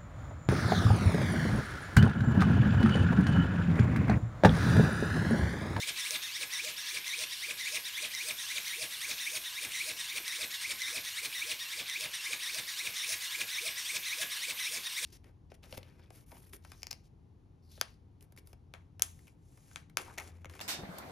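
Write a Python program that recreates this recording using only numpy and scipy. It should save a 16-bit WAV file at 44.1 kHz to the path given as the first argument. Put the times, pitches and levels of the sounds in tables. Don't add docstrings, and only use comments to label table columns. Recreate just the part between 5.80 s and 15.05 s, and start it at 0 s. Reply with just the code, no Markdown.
import sys
import numpy as np
from scipy import signal
from scipy.fft import rfft, irfft, next_fast_len
from scipy.io import wavfile
from scipy.ndimage import uniform_filter1d, map_coordinates

SR = 44100
rng = np.random.default_rng(int(sys.argv[2]) if len(sys.argv) > 2 else 0)


def rack_gain(trim_db):
    fader = np.asarray(trim_db, float)
    return 10 ** (fader / 20)


def master_out(mix):
    frames = np.transpose(np.atleast_2d(mix))
    ceiling = np.clip(frames, -1, 1)
    pcm = np.round(ceiling * 32767).astype(np.int16)
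    wavfile.write(sys.argv[1], SR, pcm)


N = 407925

# linkage tick in seconds, downstroke brake in seconds, tick level in dB,
# second tick level in dB, motor speed in percent.
BEATS = [(-0.341, 0.086, -27, -25, 101), (0.197, 0.626, -23, -15, 97), (0.737, 1.163, -22.5, -21, 100.7),
         (1.28, 1.702, -20, -21, 101.5), (1.811, 2.241, -22, -31, 101.6), (2.35, 2.773, -20, -39, 101.4),
         (2.881, 3.305, -20.5, -35, 102.7), (3.413, 3.841, -25, -35, 100), (3.954, 4.373, -22, -34, 100.6),
         (4.48, 4.91, -17.5, -33, 100.6), (5.019, 5.449, -18.5, -28, 100), (5.56, 5.992, -27, -32, 99),
         (6.098, 6.524, -19, -17.5, 100), (6.635, 7.064, -22.5, -20, 100), (7.181, 7.607, -27, -22, 103),
         (7.727, 8.158, -35, -35, 103), (8.271, 8.7, -33, -28, 101), (8.811, 9.243, -28, -22, 102.5)]
BEAT_MARKS = [.097, .89]
# share of the beat, tooth rate in Hz, mesh load in dB.
UPSTROKE = [(0, 397, -52), (.045, 1460, -40.5), (.097, 2045, -39), (.147, 1800, -39.5), (.21, 2324, -39),
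            (.285, 4110, -52), (.333, 5220, -45), (.368, 4110, -39), (.4, 2000, -40.5)]
# share of the beat, tooth rate in Hz, mesh load in dB.
DOWNSTROKE = [(.46, 100.1, -93), (.52, 1454, -43.5), (.565, 1932, -39.5), (.648, 1351, -44.5),
              (.78, 2117, -38.5), (.83, 3404, -54), (.862, 4818, -44.5), (.907, 2298, -36.5),
              (.96, 150.4, -78)]
REVERSALS = [0.399, 0.932]
# multiple of the tooth rate, level in dB.
GEAR_TONES = [(.5, -3.5), (.75, -14), (1, 1), (2, -4), (3, -6), (4, -16), (5, -12.5)]
# centre in Hz, width in Hz, level in dB.
CASE_MODES = [(1680, 360, -14), (1993, 690, -6), (2395, 284, 3), (3683, 390, -2), (4640, 730, -5),
              (6060, 1950, -9), (9200, 200, -37), (9660, 640, -4.5)]
# centre in Hz, width in Hz, level in dB.
FRAME_MODES = [(338, 37, 1), (482.4, 22, 4), (629, 32, 3)]
# frequency in Hz, density in dB per Hz.
RATTLE_TONE = [(780, -32), (1050, -14), (1450, -13), (1670, -8), (2380, -0.5), (2850, -4.5), (3700, -1.5),
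               (4900, -7.5), (5500, -4), (7700, -13), (8300, -8.5), (9850, -11.5), (10500, -16.5),
               (14200, -25), (15500, -18.5)]
# centre in Hz, width in Hz, level in dB.
COVER_MODES = [(979, 42, -0.5), (1127, 28, 4), (1668, 27, 5.5), (2416, 66, -3.5), (3580, 170, -14),
               (5600, 480, -22), (9370, 710, -16)]
LINK_HZ = [3580, 5800]
# frequency in Hz, density in dB per Hz.
THUMP_TONE = [(30, -22), (55, -2), (130, 0.5), (320, -0.5), (600, -1.5), (1100, -4), (2000, -2),
              (3000, -60)]
# frequency in Hz, density in dB per Hz.
FIZZ_TONE = [(9000, -17.5), (10500, -12), (11000, -6.5), (11500, -7.5), (12300, -1), (12750, -12),
             (13000, -2), (13250, -12), (13550, -0.5), (14200, -48), (15200, -12), (15800, -22)]
# time in seconds, nearness in dB, how far the motors face the phone in dB.
HAND = [(0, 1, -0.9), (1.3, 0.74, -1.6), (1.7, 0.3, -1.2), (2.6, 0.2, 0.5), (3.5, 0.2, 1.3), (4.2, 0, 0),
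        (5.1, 0.06, 0), (5.7, 0.55, .1), (6.25, 0.24, -2.6), (6.8, 0.64, 0), (7.4, 0.8, 1.7), (8, 1, 1.5),
        (8.6, 1, 1.5), (9.25, 0.9, 0.5)]
# frequency in Hz, time to fall 60 dB in seconds.
ROOM_DECAY = [(200, 0.33), (2000, 0.28), (10000, 0.21)]
# frequency in Hz, density in dB per Hz.
FLOOR_TONE = [(15, -43), (25, -13), (97, 6), (338, -14), (546, -49), (810, 0), (1080, 8), (1350, -8),
              (1500, 11), (1950, -16), (3300, -120)]


def beat_share():
    next_tick = 2 * BEATS[-1][0] - BEATS[-2][0]
    times = np.append(np.array(BEATS)[:, :2], next_tick)
    shares = np.append(np.arange(len(BEATS))[:, None] + BEAT_MARKS, len(BEATS) + BEAT_MARKS[0])
    return np.interp(np.arange(N) / SR, times, shares)


def strokes(beats):
    inertia_s, settle_s = 0.0049, 0.015
    full_brake_hz_per_s = 222000
    at, hz, db = np.transpose(UPSTROKE + DOWNSTROKE + [(1, *UPSTROKE[0][1:])])
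    beat = np.minimum(beats.astype(int), len(BEATS) - 1)
    speed = np.array(BEATS)[beat, -1] / 100
    tooth_hz = rounded(beats % 1, at, hz) * speed
    tooth_hz = uniform_filter1d(tooth_hz, max(1, int(inertia_s * SR)))
    load_db = np.interp(beats % 1, at, db)
    braking = np.clip(-np.gradient(tooth_hz) * SR / full_brake_hz_per_s, 0, 1)
    late = max(2, int(settle_s * SR))
    return tooth_hz, load_db, uniform_filter1d(braking, late, origin=late // 2 - 1)


def gear_whine(tooth_hz, level_db, upper_db):
    pinion_teeth = 8
    drift = 0.018 * wobble(25) + 0.008 * wobble(300)
    teeth = 2 * np.pi * np.cumsum(tooth_hz * (1 + drift)) / SR
    rotor = np.sin(teeth / pinion_teeth)
    fast_db = np.clip(16 * (tooth_hz / 1000 - 1.98), 0, 13) - upper_db
    tones = np.zeros(N)
    for multiple, db in GEAR_TONES:
        tone_db = db + 2.1 * wobble(90)
        if multiple > 1:
            tone_db = tone_db - fast_db
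        if multiple > 2:
            tone_db = tone_db + 1.8 * upper_db
        tones += rack_gain(tone_db) * np.sin(multiple * teeth)
    tones = tones * (1 + 0.33 * rotor)

    def case(hz):
        return modes(CASE_MODES)(hz) / (1 + (1500 / (hz + 1)) ** 6)

    return filtered(rack_gain(level_db + 5.5) * tones, case) + rotor_hum(tooth_hz, rotor)


def rotor_hum(tooth_hz, rotor):
    swing = uniform_filter1d(tooth_hz, SR // 34) / 4800
    hum = rack_gain(-51 + 2.52 * wobble(70)) * swing ** 2.2 * rotor
    return filtered(np.roll(hum, SR // 150), modes(FRAME_MODES))


def tooth_rattle(tooth_hz, load_db, braking, near_db, treble_db):
    running = np.clip(tooth_hz / 2050, 0, 1)
    level_db = -46 + 6 * running + 7 * braking + 0.24 * running * (load_db + 40) + near_db
    grains_db = 1.5 * wobble(900) + 1.62 * wobble(70)
    chatter = coloured(rng.standard_normal(N) * rack_gain(grains_db), RATTLE_TONE)
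    treble = filtered(chatter, lambda hz: 1 / (1 + (6200 / (hz + 1)) ** 6))
    brighter = rack_gain(treble_db - near_db + 3.5 + 4.5 * (tooth_hz / 2500 - 1))
    loose = rack_gain(level_db - 2.36) * (chatter - treble + brighter * treble)
    return patchy(loose + filtered(loose, modes(COVER_MODES)), patchy_db=1.83)


def linkage_ticks():
    second_joint_s = 0.111
    out, t = np.zeros(N + SR), np.arange(SR // 50) / SR
    for start, _, first_db, second_db, _ in BEATS[1:]:
        for s, db in [(start, first_db), (start + second_joint_s, second_db)]:
            hz = rng.choice(LINK_HZ) * rng.normal(1, 0.04)
            ring = 0.5 * np.sin(2 * np.pi * hz * t) + 0.55 * np.sin(2 * np.pi * 5600 * t)
            ring = ring * rack_gain(-60 * t / 0.0037)
            crack = 0.27 * rng.standard_normal(len(t)) * rack_gain(-60 * t / 0.016)
            out[round(s * SR):][:len(t)] += rack_gain(db + 0.4) * (ring + crack)
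    return filtered(out[:N], lambda hz: 1 / (1 + (2500 / (hz + 1)) ** 4) / (1 + (hz / 11000) ** 3))


def wing_thumps(share):
    thump_db = -72 + 13.5 * near_reversal(share, lag=0, width=0.064)
    level_db = 1.4 * (thump_db + 60) - 56.5 + 1.3 * wobble(15)
    return rack_gain(level_db) * coloured(rng.standard_normal(N), THUMP_TONE)


def drive_fizz(share, facing_db):
    frame_hz, repeated = 22.7047, 0.28
    fizz_db = -52 + 5 * near_reversal(share, lag=0.056, width=0.053)
    level_db = 0.83 * (fizz_db + 53.5) - 52 + facing_db
    harmonics = np.arange(300, 720)
    bins = np.round(harmonics * frame_hz * 8 * N / SR).astype(int)
    lines = np.zeros(4 * N + 1, complex)
    lines[bins] = [1, 1j] @ rng.standard_normal((2, len(harmonics)))
    pattern = unit(irfft(lines)[:N])
    fizz = np.sqrt(repeated) * pattern + np.sqrt(1 - repeated) * rng.standard_normal(N)
    return patchy(rack_gain(level_db - 2.5) * coloured(fizz, FIZZ_TONE), patchy_db=1.5)


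def room(x):
    hz, t, z = signal.stft(rng.standard_normal(SR // 3), SR, nperseg=256)
    decay = rack_gain(-60 * t / along(ROOM_DECAY, hz)[:, None])
    tail = signal.istft(z * decay, SR, nperseg=256)[1]
    return signal.fftconvolve(np.pad(x, (200, 0)), tail / np.linalg.norm(tail))[:N]


def background():
    return rack_gain(-64) * coloured(rng.standard_normal(N), FLOOR_TONE)


def near_reversal(share, lag, width):
    return sum(np.exp(-(((share - at - lag + .5) % 1 - .5) / width) ** 2) for at in REVERSALS)


def patchy(x, patchy_db):
    z = signal.stft(x, nperseg=512)[2]
    field = uniform_filter1d(rng.standard_normal(z.shape), size=9, axis=0)
    field = uniform_filter1d(field, size=16, axis=1)
    return signal.istft(z * rack_gain(patchy_db * unit(field)), nperseg=512)[1][:N]


def modes(table):
    return lambda f: sum((-1) ** k * rack_gain(db) * 1j * f * w / (c * c - f * f + 1j * f * w)
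                         for k, (c, w, db) in enumerate(table))


def filtered(x, response):
    m = next_fast_len(N + SR // 2)
    return irfft(rfft(x, m) * response(np.fft.rfftfreq(m, 1 / SR)), m)[..., :N]


def coloured(x, spectrum):
    return unit(filtered(x, lambda hz: rack_gain(along(spectrum, hz))))


def unit(x):
    return x / np.sqrt(np.mean(x ** 2) + 1e-20)


def along(points, hz):
    f, v = np.transpose(points)
    return np.interp(np.log(hz + 1), np.log(f + 1), v)


def wobble(rate):
    return map_coordinates(rng.standard_normal(N // 20), [np.arange(N) * rate / SR])


def rounded(x, at, v):
    after = np.diff(v) / np.diff(at)
    before = np.roll(after, 1)
    slope = np.where(before * after > 0, 2 * before * after / (before + after + 1e-9), 0)
    slope = np.append(slope, slope[0])
    k = np.clip(np.searchsorted(at, x) - 1, 0, len(at) - 2)
    h = at[k + 1] - at[k]
    u = (x - at[k]) / h
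    ease = (v[k + 1] - v[k]) * u * u * (3 - 2 * u)
    return v[k] + ease + h * u * (1 - u) * (slope[k] * (1 - u) - slope[k + 1] * u)


def scene():
    beats = beat_share()
    share = beats % 1
    tooth_hz, load_db, braking = strokes(beats)
    hand_s, near_db, facing_db = np.transpose(HAND)
    t = np.arange(N) / SR
    near_db, facing_db = np.interp(t, hand_s, near_db), np.interp(t, hand_s, facing_db)
    body_db = 0.3 * wobble(9)
    treble_db = 0.72 * facing_db + 0.3 * wobble(9)
    model = gear_whine(tooth_hz, load_db + body_db, 1.73 * near_db - 0.61 * body_db)
    model = model + tooth_rattle(tooth_hz, load_db, braking, near_db, treble_db)
    model = model + linkage_ticks() + wing_thumps(share) + drive_fizz(share, facing_db)
    sound = model + rack_gain(-9) * room(model) + background()
    return np.array([sound, sound])


def low_pass(x):
    return signal.sosfilt(signal.butter(12, 16920, fs=SR, output="sos"), x)


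def record(dry):
    mix = filtered(dry, lambda hz: hz < 15740)
    return low_pass(mix)


dry = scene()
out = record(dry)
master_out(out)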